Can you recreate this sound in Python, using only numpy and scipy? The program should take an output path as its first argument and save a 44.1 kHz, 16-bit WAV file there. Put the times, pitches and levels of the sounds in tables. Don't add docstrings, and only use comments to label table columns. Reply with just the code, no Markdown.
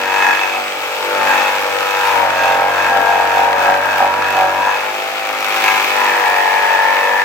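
import sys
import numpy as np
from scipy import signal
from scipy.fft import rfft, irfft, next_fast_len
from scipy.io import wavfile
from scipy.ndimage import map_coordinates

SR = 44100
rng = np.random.default_rng(int(sys.argv[2]) if len(sys.argv) > 2 else 0)


def bounce(signal):
    frames = np.transpose(np.atleast_2d(signal))
    limited = np.clip(frames, -1, 1)
    pcm = np.round(limited * 32767).astype(np.int16)
    wavfile.write(sys.argv[1], SR, pcm)


N = 319284
TIME_S = np.arange(N) / SR
LEFT_RIGHT = np.array([[1], [-1]])


def amp(db):
    return 10 ** (np.asarray(db) / 20)


def unit(x):
    return x / np.sqrt(np.mean(x ** 2) + 1e-20)


def unit_stereo(x):
    return x / np.sqrt(np.mean(x.mean(0) ** 2))


def along(points, hz):
    f, values = np.transpose(points)
    return np.interp(np.log(hz + 1), np.log(f + 1), values)


def curve(points):
    return np.interp(TIME_S, *np.transpose(points))


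def wobble(rate_hz):
    return map_coordinates(rng.standard_normal(int(N * rate_hz / SR) + 4), [TIME_S * rate_hz])


def filtered(x, response):
    size = next_fast_len(N + 8192)
    return irfft(rfft(x, size) * response(np.fft.rfftfreq(size, 1 / SR)), size)[..., :N]


def sides(pan_db):
    return amp(LEFT_RIGHT * pan_db / 2)


def resonance(f, hz, width_hz):
    return (1j * f * width_hz * 1.5 / (hz * hz - f * f + 1j * f * width_hz * 1.504)) ** 2


# (time [s], rate [strokes/s])
STROKE_RATE_HZ = [(0, 48.1), (.3, 47.3), (.64, 48.9), (1.13, 49.3), (1.38, 47.8), (1.65, 49.1),
                  (1.91, 49.3), (2.12, 48.4), (2.28, 46.2), (2.6, 46), (2.78, 47.1), (2.98, 46.3),
                  (3.47, 46.8), (3.55, 47.4), (3.71, 47.3), (3.87, 48.1), (4.05, 47.4), (4.17, 48.3),
                  (4.32, 48.1), (4.45, 47.2), (4.64, 48.4), (4.72, 48.3), (4.84, 50.6), (5, 51.7),
                  (5.18, 51.8), (5.91, 50.7), (6.37, 47.7), (6.53, 48.2), (6.73, 47.8), (7.24, 48.3)]


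def blade_strokes():
    return np.cumsum(curve(STROKE_RATE_HZ)) / SR


# (place [strokes], strength [dB], wander [strokes])
KNOCKS = [(.7, -3, .003), (.08, -6, .003), (.24, -4, .003), (.45, -9, .012), (.86, -8, .012)]


def knock_times(strokes):
    count = np.arange(int(strokes[-1]))
    start = np.interp(count, strokes, np.arange(N)).astype(int)
    place, _, drift = np.transpose(KNOCKS)
    wander = drift * np.transpose([wobble(2.5)[start] for _ in KNOCKS])
    times = np.interp(count[:, None] + place + wander, strokes, np.arange(N))
    jitter_s = 4e-5 + 1e-5 * amp(curve(SHAKING_DB) + 42)
    return np.clip(times + jitter_s[start, None] * SR * rng.standard_normal(times.shape), 0, N - 2)


def knocks(times, accent_db, drift_db, scatter_db, accented=0):
    sample = times.astype(int)
    base_db = np.transpose(KNOCKS)[1] + accent_db * (np.arange(len(KNOCKS)) == accented)
    strength = amp(base_db + drift_db * np.transpose([wobble(3.51)[column] for column in sample.T]))
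    strength /= np.linalg.norm(strength, axis=1, keepdims=True)
    strength *= amp(scatter_db * rng.standard_normal(times.shape))
    strength *= rng.choice([-1, 1], len(KNOCKS))
    fraction = times - sample
    early = np.bincount(sample.ravel(), (strength * (1 - fraction)).ravel(), N)
    return early + np.bincount(sample.ravel() + 1, (strength * fraction).ravel(), N)


def scrape_envelope(times, rise_s, depth, accent_db, scatter_db):
    t = np.arange(-SR // 100, SR // 100) / SR / rise_s
    impulses = abs(knocks(times, accent_db, drift_db=3.5, scatter_db=scatter_db))
    bursts = signal.fftconvolve(impulses, np.exp(-t * t), "same")
    return unit(1 + depth * unit(bursts))


def swells(rows, squareness=3):
    return sum(db * np.exp(-abs((TIME_S - s) / half_s) ** squareness) for s, half_s, db in rows)


# (time [s], level [dB])
PUSH_DB = [(0.0, -29.5), (0.14, -23), (0.28, -18), (0.36, -26), (0.42, -22), (0.62, -34), (1.19, -26.5),
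           (1.27, -20.5), (1.49, -21.5), (1.53, -24.5), (1.75, -28.5), (2.16, -17), (2.36, -24),
           (2.82, -21.5), (3.04, -26.5), (3.06, -22.5), (4.11, -23), (4.15, -24.5), (4.72, -21),
           (4.92, -31.5), (5.14, -34), (5.6, -30), (5.68, -21.5), (5.89, -26), (6.03, -17.5), (6.17, -20),
           (6.29, -18.5), (7.24, -20)]
# (time [s], level [dB])
LOW_RING_DB = [(0.0, -31), (0.62, -38), (1.15, -27.5), (1.59, -29), (1.75, -28), (3.25, -33.5), (3.85, -29),
               (3.97, -35.5), (4.58, -32.5), (5.81, -41.5), (5.95, -29.5), (6.03, -33), (6.21, -28.5),
               (7.08, -29.5), (7.24, -33)]
# (time [s], level [dB])
RING_PAIR_DB = [(0.0, -26.5), (0.28, -17.5), (0.6, -32), (0.83, -38), (1.17, -27.5), (1.33, -18),
                (1.59, -28.5), (2.6, -23), (2.64, -28), (2.82, -21), (3.06, -22.5), (4.03, -22.5),
                (4.17, -26.5), (4.25, -20), (4.51, -28), (4.7, -23), (4.94, -32.5), (5.57, -28),
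                (5.68, -22), (5.89, -27.5), (5.99, -21), (7.24, -21.5)]
# (centre [s], half length [s], swell [dB])
BITES = [(.28, 0.054, 4.5), (.44, .04, 3.5), (.57, 0.056, 7), (1.35, .15, 3), (1.65, .1, 2.5),
         (2.25, 0.053, 6.5), (2.48, 0.067, 6.5), (2.64, 0.085, 7), (2.97, 0.11, 9.5), (3.17, 0.089, 7),
         (3.45, 0.14, 9), (3.68, .06, 10), (4.03, .05, 11), (4.42, 0.07, 10), (4.68, 0.026, 6.5),
         (5.25, 0.36, 5.5), (5.62, 0.051, 4), (6.35, .1, 4.5)]
# (centre [s], half length [s], swell [dB])
CHATTERS = [(.3, 0.31, 12), (1.38, 0.19, 11.5), (1.97, 0.17, 11), (2.46, 0.13, 13.5), (2.82, .1, 10),
            (3.12, 0.091, 8.5), (3.38, 0.077, 12), (3.63, .07, 8), (3.9, .06, 7), (4.3, 0.12, 7.5),
            (4.68, 0.13, 8.5), (5.72, 0.16, 9), (6.02, .1, 8), (6.73, 0.039, 5), (7.06, .05, 3)]


def handling():
    levels_db = [curve(table) for table in (PUSH_DB, SHAKING_DB, HISS_DB, LOW_RING_DB, RING_PAIR_DB)]
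    return np.array([db - db.mean() for db in levels_db] + [swells(BITES), swells(CHATTERS)])


# (frequency [Hz], width [Hz], left-right [dB], left lead [rad], scrape share [0-1], accent [dB])
RINGS = [(513, 86, 0.5, 0.16, 0.16, 5), (631, 104, 0.5, 0.12, .12, 9.5),
         (775.5, 113, -1, 0.087, 0.13, 11.5), (895, 92, 9, 0.29, 0.13, 8),
         (1331, 335, 4.5, 0.78, 0.58, 2.5), (1620, 70, 1.5, 0.21, 0.12, 4), (1776, 196, 3.5, .4, 0.2, 12.5),
         (2244, 330, 6.5, 0.96, 0.78, 3), (2583, 85, -9.5, 0.42, 0.17, 7.5)]
RING_ACCENTS = [1, 2, 2, 1, 0, 0, 0, 0, 0]
# (base level [dB], then push, shaking, hiss, low ring, pair, bite, chatter [dB/dB])
RING_LEVELS = [(-33.5, -0.1, -.15, -0.26, 1.4, .01, 0.11, -.05),
               (-30.5, -0.18, 0.67, 0.34, 0.2, 0.022, 0.11, -0.024),
               (-28.5, 0.28, 0.34, -0.025, -0.11, .01, 0.99, 0.044),
               (-25, 1.27, 0.058, 0.022, -0.035, -0.011, -0.0049, 0.015),
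               (-27, 0, 0.26, 0.75, 0.065, 0.083, 0.16, 0.016),
               (-32.5, -0.18, .6, 0.21, -0.062, 1.05, -0.05, 0.17),
               (-30, 0.34, -.35, -0.097, 0.073, 1.16, -0.16, -0.12),
               (-31, 0.4, -0.11, 0.72, -0.33, -0.0059, 0.033, -0.13),
               (-37.5, 0.11, 0.0011, 0.25, -0.087, 0.078, 0.019, 0.91)]
# (frequency [Hz], width [Hz], relative level [dB])
PLATE_OVERTONES = [(3100, 31, -10.5), (3435, 170, 5), (3695, 36, 8.5), (4396, 87, 2), (5420, 170, -4),
                   (6140, 68, 1.5), (6515, 105, 0), (7430, 59, 0)]


def ringing_parts(times, scrape, controls_db):
    out = np.zeros((2, N))
    for ring, accented, (base_db, *slopes) in zip(RINGS, RING_ACCENTS, RING_LEVELS):
        hz, width_hz, pan_db, lead_rad, share, accent_db = ring
        level_db = base_db + np.dot(slopes, controls_db) + 0.65 * wobble(9)
        impulses = unit(knocks(times, accent_db, drift_db=2.5, scatter_db=1.5, accented=accented))
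        drive = np.sqrt(1 - share) * impulses + np.sqrt(share) * scrape * rng.standard_normal(N)
        pan = sides(pan_db) * np.exp(0.5j * lead_rad * LEFT_RIGHT)
        out += amp(level_db) * unit_stereo(filtered(drive, lambda f: resonance(f, hz, width_hz) * pan))

    def plate(f):
        modes = sum(amp(db) * resonance(f, hz, width_hz) for hz, width_hz, db in PLATE_OVERTONES)
        return modes * sides(along(PAN_DB, f))

    return out + amp(level_db - 9.5) * unit(filtered(drive, plate))


# (time [s], base level [dB])
BOARD_DB = [(0.0, -32), (0.93, -40.5), (1.21, -26.5), (1.43, -36), (4.58, -31.5), (4.64, -38.5),
            (5.02, -35), (5.26, -39.5), (5.32, -33.5), (6.11, -30.5), (6.21, -37.5), (7.1, -37),
            (7.12, -33), (7.24, -42)]
# (frequency [Hz], relative density [dB])
RATTLE_SPECTRUM = [(250, -44), (450, -20), (700, 1), (1100, -9), (1500, -12), (2500, -51)]


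def board_rattle(times):
    level_db = curve(BOARD_DB) - 2 + 1.3 * wobble(8)
    impulses = knocks(times, accent_db=5, drift_db=3, scatter_db=1.5)
    return amp(level_db) * unit(filtered(impulses, lambda hz: amp(along(RATTLE_SPECTRUM, hz))))


# (frequency [Hz], coherence [0-1])
COHERENCE = [(60, .95), (300, 0.72), (700, 0.35), (1500, 0.72), (3100, 0.33), (7000, 0.017)]
# (frequency [Hz], left-right [dB])
PAN_DB = [(60, -2), (110, -1), (200, 2), (380, 4), (700, -4), (1290, -2.5), (2380, -0.5), (4400, 0),
          (8120, 9), (15000, 11)]


def stereo_noise(spectrum, envelope, lead_s=7.5e-5):
    def mid_side(hz):
        angle = np.arccos(along(COHERENCE, hz)) / 2
        return amp(along(spectrum, hz)) * [np.cos(angle), np.sin(angle)]

    def pan(hz):
        return sides(along(PAN_DB, hz)) * np.exp(2j * np.pi * hz * lead_s * LEFT_RIGHT)

    mid, side = filtered(envelope * rng.standard_normal((2, N)), mid_side)
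    return unit_stereo(filtered(np.array([mid + side, mid - side]), pan))


# (frequency [Hz], relative density [dB])
GEAR_SPECTRUM = [(180, -72), (300, -15.5), (532, -13), (777, -34), (958, -6.5), (1340, -6.5), (1460, -26),
                 (1750, -11), (2280, -6), (2620, -4), (8500, -28), (11000, -115), (18700, -120)]


def fan_and_gears(scrape, hiss_change_db):
    return amp(-28 + 0.87 * hiss_change_db) * stereo_noise(GEAR_SPECTRUM, scrape)


# (time [s], level [dB])
HISS_DB = [(0.0, -35.5), (0.06, -37.5), (0.2, -34), (0.68, -38.5), (1.23, -34.5), (1.31, -32), (1.61, -35),
           (1.98, -34.5), (2.08, -32), (2.32, -38), (2.46, -34.5), (2.64, -38.5), (2.84, -35.5),
           (2.92, -37), (3.43, -37), (3.55, -40), (3.63, -34.5), (3.79, -39.5), (3.99, -35.5), (4.09, -40),
           (4.4, -36), (4.47, -39), (5.3, -37.5), (5.6, -30.5), (6.33, -34.5), (7.24, -36.5)]
# (frequency [Hz], relative density [dB])
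HISS_SPECTRUM = [(2940, -10.5), (5000, -1.5), (7820, -8.5), (9240, -13), (13800, -6), (15600, -10)]


def teeth_hiss(times):
    envelope = scrape_envelope(times, rise_s=0.0019, depth=0.69, accent_db=2.5, scatter_db=3)
    return amp(curve(HISS_DB)) * stereo_noise(HISS_SPECTRUM, envelope)


# (time [s], level before panning [dB])
WHISTLE_DB = [(0, -71), (.5, -52), (2, -56), (2.3, -68), (7.24, -66)]


def whistle(hz=8005):
    level_db = curve(WHISTLE_DB) + 4.5 * wobble(25)
    phase_rad = 2 * np.pi * hz * TIME_S + 1.4 * wobble(25)
    return amp(level_db) * np.sin(phase_rad) * sides(18)


def stroke_harmonics(table, strokes, waver_db):
    return unit(sum(amp(db + waver_db * wobble(7.3)) * np.sin(2 * np.pi * (k * strokes + rng.random()))
                    for k, db in table))


# (time [s], level [dB])
SHAKING_DB = [(0.0, -51), (0.46, -53), (0.52, -56.5), (1.05, -56), (1.25, -45), (1.37, -51.5),
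              (1.93, -51.5), (2.22, -43), (4.34, -42.5), (4.54, -44), (4.58, -42), (5.02, -61),
              (5.71, -53.5), (6.15, -57), (7.22, -55), (7.24, -46)]
# (harmonic [x stroke rate], relative level [dB])
SAWHORSE_HARMONICS = [(1, -14.5), (2, -1.5), (3, -4), (4, -6)]
# (frequency [Hz], relative density [dB])
RUMBLE_SPECTRUM = [(13, -54), (22, -24), (48, -30), (92, -18), (146, -2.5), (300, 8), (390, -18),
                   (660, -120)]
# (harmonic [x stroke rate], relative level [dB])
HUM_HARMONICS = [(4, -8.5), (5, -3), (6, -3), (7, 0.5), (8, 2), (9, 0), (10, -5.5)]


def shaking_timber(strokes, shake_change_db, bite_db):
    sawhorse = amp(curve(SHAKING_DB)) * stroke_harmonics(SAWHORSE_HARMONICS, strokes, waver_db=0.8)
    lumps = amp(3 * wobble(30))
    rumble = amp(-51 + 0.9 * shake_change_db + 0.4 * bite_db) * stereo_noise(RUMBLE_SPECTRUM, lumps)
    hum_db = curve(BOARD_DB) - 3.5 - 0.27 * shake_change_db
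    return sawhorse + rumble + amp(hum_db) * stroke_harmonics(HUM_HARMONICS, strokes, waver_db=3)


# (frequency [Hz], T60 [s])
SHED_T60_S = [(100, .02), (500, 0.19), (2000, 0.31), (10000, 0.075)]


def shed_reverb(x, segments=16, delay_samples=200):
    out = np.zeros((2, N + SR))
    for k in range(segments + 1):
        hz, t, noise = signal.stft(rng.standard_normal((2, SR // 4)), SR, nperseg=256)
        decay = amp(-60 * t / along(SHED_T60_S, hz)[:, None])
        tail = signal.istft(noise * decay, SR, nperseg=256)[1]
        start, end = max(0, (k - 1) * N // segments), min(N, (k + 1) * N // segments)
        fade = np.cos(np.pi / 2 * (np.arange(start, end) * segments / N - k))
        wet = signal.fftconvolve((x[start:end] * fade)[None], tail / np.linalg.norm(tail[0]), axes=1)
        arrival = start + delay_samples
        out[:, arrival:arrival + wet.shape[1]] += wet
    return out[:, :N]


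# (time [s], left-right [dB])
LEAN_DB = [(0, .5), (4.4, -0.4), (4.8, 1), (5.7, 0.5), (6.2, -0.6), (7.24, 0.5)]


def scene():
    controls_db = handling()
    _, shake_change_db, hiss_change_db, _, _, bite_db, _ = controls_db
    strokes = blade_strokes()
    times = knock_times(strokes)
    scrape = scrape_envelope(times, rise_s=0.002, depth=0.47, accent_db=6, scatter_db=4.5)
    body = ringing_parts(times, scrape, controls_db) + board_rattle(times)
    saw = amp(1) * body + fan_and_gears(scrape, hiss_change_db) + teeth_hiss(times) + whistle()
    timber = shaking_timber(strokes, shake_change_db, bite_db)
    room = amp(-5.5) * shed_reverb(body.mean(0))
    return sides(curve(LEAN_DB)) * (saw + room) + timber


def record(dry):
    ceiling, low_cut_hz, top_hz = 1.05, 45, 16050
    soft = dry / (1 + abs(dry / ceiling) ** 8) ** (1 / 8)
    return filtered(soft, lambda hz: (hz < top_hz) / np.sqrt(1 + (low_cut_hz / (hz + 1)) ** 4))


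dry = scene()
out = record(dry)
bounce(out)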